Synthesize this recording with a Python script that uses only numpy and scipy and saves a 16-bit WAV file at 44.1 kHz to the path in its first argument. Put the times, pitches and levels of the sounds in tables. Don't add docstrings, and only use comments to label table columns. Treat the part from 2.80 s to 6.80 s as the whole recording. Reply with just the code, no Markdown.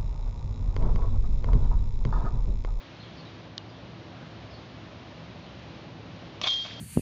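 import sys
import numpy as np
from scipy import signal
from scipy.fft import rfft, irfft, next_fast_len
from scipy.io import wavfile
from scipy.ndimage import uniform_filter1d, map_coordinates

SR = 44100
rng = np.random.default_rng(int(sys.argv[2]) if len(sys.argv) > 2 else 0)


def inscribe(sig):
    pcm = np.round(np.clip(np.atleast_2d(sig).T, -1, 1) * 32767)
    wavfile.write(sys.argv[1], SR, pcm.astype(np.int16))


N = 176400


def amp(db):
    return 10 ** (np.asarray(db) / 20)


def unit_rms(x):
    return x / np.sqrt(np.mean(x ** 2) + 1e-20)


def fade(t, t60_s):
    return np.exp(-np.log(1000) * t / t60_s)


def at_hz(points, hz):
    knots_hz, values = np.transpose(points)
    return np.interp(np.log(hz + 1), np.log(knots_hz + 1), values)


def curve(rows):
    return np.interp(np.arange(N) / SR, *np.transpose(rows))


def wobble(knots_per_s):
    knots = rng.standard_normal(int(N * knots_per_s / SR) + 4)
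    return map_coordinates(knots, [np.arange(N) * knots_per_s / SR])


def filtered(x, response):
    size = next_fast_len(N + SR // 2)
    return irfft(rfft(x, size) * response(np.fft.rfftfreq(size, 1 / SR)), size)[:N]


def noise(spectrum):
    return unit_rms(filtered(rng.standard_normal(N), lambda hz: amp(at_hz(spectrum, hz))))


def add(track, start_s, sound):
    part = track[round(start_s * SR):][:len(sound)]
    part += sound[:len(part)]


def ring(modes, t):
    draws = rng.standard_normal((len(modes), 2))
    return sum(amp(db + 2 * jitter) * fade(t, t60_s) * np.sin(2 * np.pi * (hz * t + phase))
               for (hz, db, t60_s), (jitter, phase) in zip(modes, draws))


def disc_impacts():
    # (time [s], knock [dB], clang [dB], crack [dB])
    contacts = [(3.6148, -32.5, -47, -23.5), (3.6355, -40, -24, -39.5), (3.6385, -39.5, -19, -40),
                (3.642, -28.5, -29.5, -31), (3.6505, -35.5, -39, -37), (3.656, -30.5, -34, -29.5),
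                (3.6652, -28, -38, -36.5), (3.6709, -22.5, -17.5, -27), (3.676, -31.5, -18, -23.5),
                (3.683, -36, -20.5, -27), (3.7205, -39.5, -26, -34), (3.852, -36, -43.5, -38.5)]
    # (frequency [Hz], level [dB], t60 [s])
    disc_modes = [(618, -4.5, 0.062), (760, -7.5, 0.029), (1050, -5, 0.041), (1168, -6.5, .05),
                  (2246, -7, 0.06), (2566, -9, 0.069)]
    steel_modes = [(3180, -11, .04), (3250, -10.5, .15), (3328, -11, .2), (3380, -7.5, 0.054),
                   (3460, -9, 0.068), (3520, -13, .28), (3628, -6.5, .06), (3634, -8, .08),
                   (3730, -16, .13), (3892, -14, .07), (4140, -19, 0.45), (4511, -24, .25),
                   (4540, -17.5, 0.08), (6165, -26.5, 0.3)]
    # (frequency [Hz], level [dB])
    crack_spectrum = [(200, -12), (600, -6.5), (1600, -4.5), (3000, 10.5), (4500, 10.5), (6300, 3.5),
                      (7500, -20)]
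    out, t = np.zeros(N), np.arange(SR // 3) / SR
    grit = noise(crack_spectrum)
    for k, (start_s, knock_db, clang_db, crack_db) in enumerate(contacts):
        knock = amp(knock_db) * ring(disc_modes, t)
        clang = amp(clang_db) * ring(steel_modes, t)
        crack = amp(crack_db) * np.roll(grit, k * len(t))[:len(t)] * fade(t, t60_s=0.015)
        add(out, start_s, knock + clang + crack)
    return out


def basket_note():
    start_s, attack_s = 3.671, 0.003
    note_hz, beat_hz, note_db = 3216, 2.05, -21.5
    damp_s, damp_length_s, damp_db = 3.82, 0.088, -13
    out, t = np.zeros(N), np.arange(SR) / SR
    pair = np.sin(2 * np.pi * note_hz * t) + 0.92 * np.sin(2 * np.pi * (note_hz + beat_hz) * t)
    envelope = (1 - np.exp(-t / attack_s)) * fade(t, t60_s=2.2)
    add(out, start_s, amp(note_db) * pair * envelope)
    return out * amp(curve([(damp_s, 0), (damp_s + damp_length_s, damp_db)]))


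def chains():
    # (time [s], level [dB])
    agitation = [(3.615, -45), (3.63, -37), (3.645, -40), (3.665, -32), (3.68, -29), (3.70, -30.5),
                 (3.77, -34.5), (3.83, -39.5), (3.865, -41), (3.92, -46), (4.0, -51)]
    # (frequency [Hz], level [dB])
    link_spectrum = [(1800, -13.5), (2800, -14), (3100, -0.5), (3400, 9), (3850, -1), (4700, 0),
                     (5500, -6.5), (6200, -11.5), (7050, -21.5), (7500, -34)]
    clinks_per_s, t60_s, spread_db = 900, 0.054, 3
    out, t = np.zeros(N), np.arange(SR // 10) / SR
    start_s, end_s = agitation[0][0], agitation[-1][0]
    low_hz, high_hz = link_spectrum[0][0], link_spectrum[-1][0]
    count = int(clinks_per_s * (end_s - start_s))
    draws = rng.random((count, 8))
    times_s = start_s + (np.arange(count) + draws[:, 0]) / clinks_per_s
    partials_hz = low_hz + (high_hz - low_hz) * draws[:, 2:]
    strength_db = -spread_db * np.log(1 - 0.97 * draws[:, 1:2])
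    weights = amp(at_hz(link_spectrum, partials_hz) + strength_db)
    clink_energy = np.mean(np.sum(weights ** 2, axis=1)) * t60_s / (4 * np.log(1000))
    weights /= np.sqrt(clink_energy * clinks_per_s)
    for time_s, hz, weight in zip(times_s, partials_hz, weights):
        clink = weight @ np.sin(2 * np.pi * hz[:, None] * t) * fade(t, t60_s)
        add(out, time_s, amp(np.interp(time_s, *np.transpose(agitation))) * clink)
    return out


def disc_scrapes():
    # (start [s], hold [s], level [dB], t60 [s])
    strokes = [(3.636, 0.04, -33, 0.18), (3.701, .03, -47, 0.71), (3.845, 0.016, -42.5, 0.55)]
    # (frequency [Hz], level [dB])
    scrape_spectrum = [(250, -13), (600, 3), (1150, 4), (1500, 3), (2400, 6.5), (3200, 4), (5000, -8),
                       (7500, -23)]
    out, t = np.zeros(N), np.arange(SR // 2) / SR
    for start_s, hold_s, db, t60_s in strokes:
        chatter = unit_rms(noise(scrape_spectrum) * amp(3.4 * wobble(350)))[:len(t)]
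        add(out, start_s, amp(db) * chatter * fade(np.maximum(t - hold_s, 0), t60_s))
    return out


def click():
    # (frequency [Hz], level [dB], t60 [s])
    click_modes = [(1800, -15.5, 0.004), (3020, -9, 0.0076), (3530, -2, 0.0042), (3900, -3, 0.0064),
                   (4600, -1, 0.0026), (6050, -6, 0.00079), (2860, -36, 0.26)]
    start_s, click_db = 0.7795, -15.5
    rebound_delay_s, rebound_db = 0.00164, -15
    out, t = np.zeros(N), np.arange(SR // 5) / SR
    tick = sum((-1) ** k * amp(db) * fade(t, t60_s) * np.sin(2 * np.pi * hz * t)
               for k, (hz, db, t60_s) in enumerate(click_modes))
    add(out, start_s, amp(click_db) * tick)
    add(out, start_s + rebound_delay_s, amp(click_db + rebound_db) * tick)
    return out


def bird():
    # (start [s], length [s], pitch [Hz], level [dB])
    chirps = [(0.192, .03, 4010, -50), (0.227, 0.029, 3250, -48.5), (.355, .03, 5020, -58.5),
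              (0.363, 0.039, 4400, -53), (0.444, 0.032, 3750, -53.5), (.885, 0.029, 4650, -58),
              (0.928, .04, 3360, -57.5), (1.694, 0.034, 4960, -55), (1.72, 0.037, 4400, -54),
              (1.785, .04, 3830, -59), (2.612, .04, 4000, -60), (2.652, 0.041, 3050, -53)]
    fall_ratio, waver_ratio = 0.14, 0.04
    out, waver = np.zeros(N), waver_ratio * wobble(300)
    for start_s, length_s, hz, db in chirps:
        progress = np.linspace(0, 1, int(length_s * SR))
        bend = waver[round(start_s * SR):][:len(progress)] - fall_ratio * (progress - 0.5)
        tone = np.sin(2 * np.pi * np.cumsum(hz * (1 + bend)) / SR)
        add(out, start_s, amp(db) * np.sin(np.pi * progress) * tone)
    return 0.5 * out + tree_echo(out, wet_db=1)


def tree_echo(x, wet_db):
    # (frequency [Hz], t60 [s])
    decay = [(200, 0.38), (3000, 0.47), (8000, 0.21)]
    hz, t, bins = signal.stft(rng.standard_normal(SR), SR, nperseg=256)
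    _, tail = signal.istft(bins * fade(t, at_hz(decay, hz)[:, None]), SR, nperseg=256)
    return amp(wet_db) * signal.fftconvolve(x, tail / np.linalg.norm(tail))[:N]


def rumble():
    # (frequency [Hz], level [dB])
    drone_bands = [(114, -57), (162, -58), (259, -61), (330, -61)]
    rumble_spectrum = [(20, -35), (38, -24.5), (53, -17), (65, -5.5), (82, -10), (110, -0.5), (145, -7.5),
                       (170, -3), (215, -10), (330, -11.5), (440, -15.5), (580, -13), (850, -18.5),
                       (1150, -21.5), (1500, -35), (2500, -71)]
    # (time [s], level [dB])
    rumble_levels = [(0, -47), (.9, -45.5), (1.5, -45.5), (3.55, -44.5)]
    flutter_per_s = 14
    drone, t = np.zeros(N), np.arange(N) / SR
    for hz, db in drone_bands:
        phase = 2 * np.pi * hz * t
        band = wobble(flutter_per_s) * np.sin(phase) + wobble(flutter_per_s) * np.cos(phase)
        drone += amp(db) * unit_rms(band)
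    return drone + noise(rumble_spectrum) * amp(curve(rumble_levels) + 0.27 * wobble(9))


def swell():
    # (frequency [Hz], level [dB])
    swell_spectrum = [(800, -25), (1250, 3), (1600, 2), (2100, -29)]
    peak_s, width_s, peak_db = 1.434, 0.11, -58
    t = np.arange(N) / SR
    return noise(swell_spectrum) * amp(peak_db) * np.exp(-((t - peak_s) / width_s) ** 2)


def hiss():
    # (frequency [Hz], level [dB])
    hiss_spectrum = [(590, -29), (1000, -5.5), (1120, -6), (1430, -4.5), (2010, -5.5), (2950, -6),
                     (4060, -8.5), (5670, -17.5), (6650, -25), (7420, -36.5), (9650, -70), (16300, -120)]
    # (time [s], level [dB])
    hiss_levels = [(0, -53), (.2, -52.5), (.6, -52.5), (.7, -55), (2.0, -53), (3.5, -53)]
    return noise(hiss_spectrum) * amp(curve(hiss_levels) + 0.38 * wobble(5))


def scene():
    basket = disc_impacts() + basket_note() + chains() + disc_scrapes()
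    echo = tree_echo(basket, wet_db=-16.5)
    return (basket + echo + click() + bird() + rumble() + swell() + hiss())[None]


def record(dry):
    threshold_db, slope, release_db_per_s = -33.5, 0.45, 23
    cutoff_hz = 7350
    power = uniform_filter1d(dry[0] ** 2, size=700, origin=349)
    level_db = 10 * np.log10(np.abs(power) + 1e-12)
    target_cut_db = slope * np.maximum(level_db - threshold_db, 0)
    release_db = release_db_per_s * np.arange(N) / SR
    cut_db = np.maximum.accumulate(target_cut_db + release_db) - release_db
    return filtered(dry[0] * amp(-cut_db), lambda hz: 1 / np.sqrt(1 + (hz / cutoff_hz) ** 110))[None]


dry = scene()
out = record(dry)
inscribe(out)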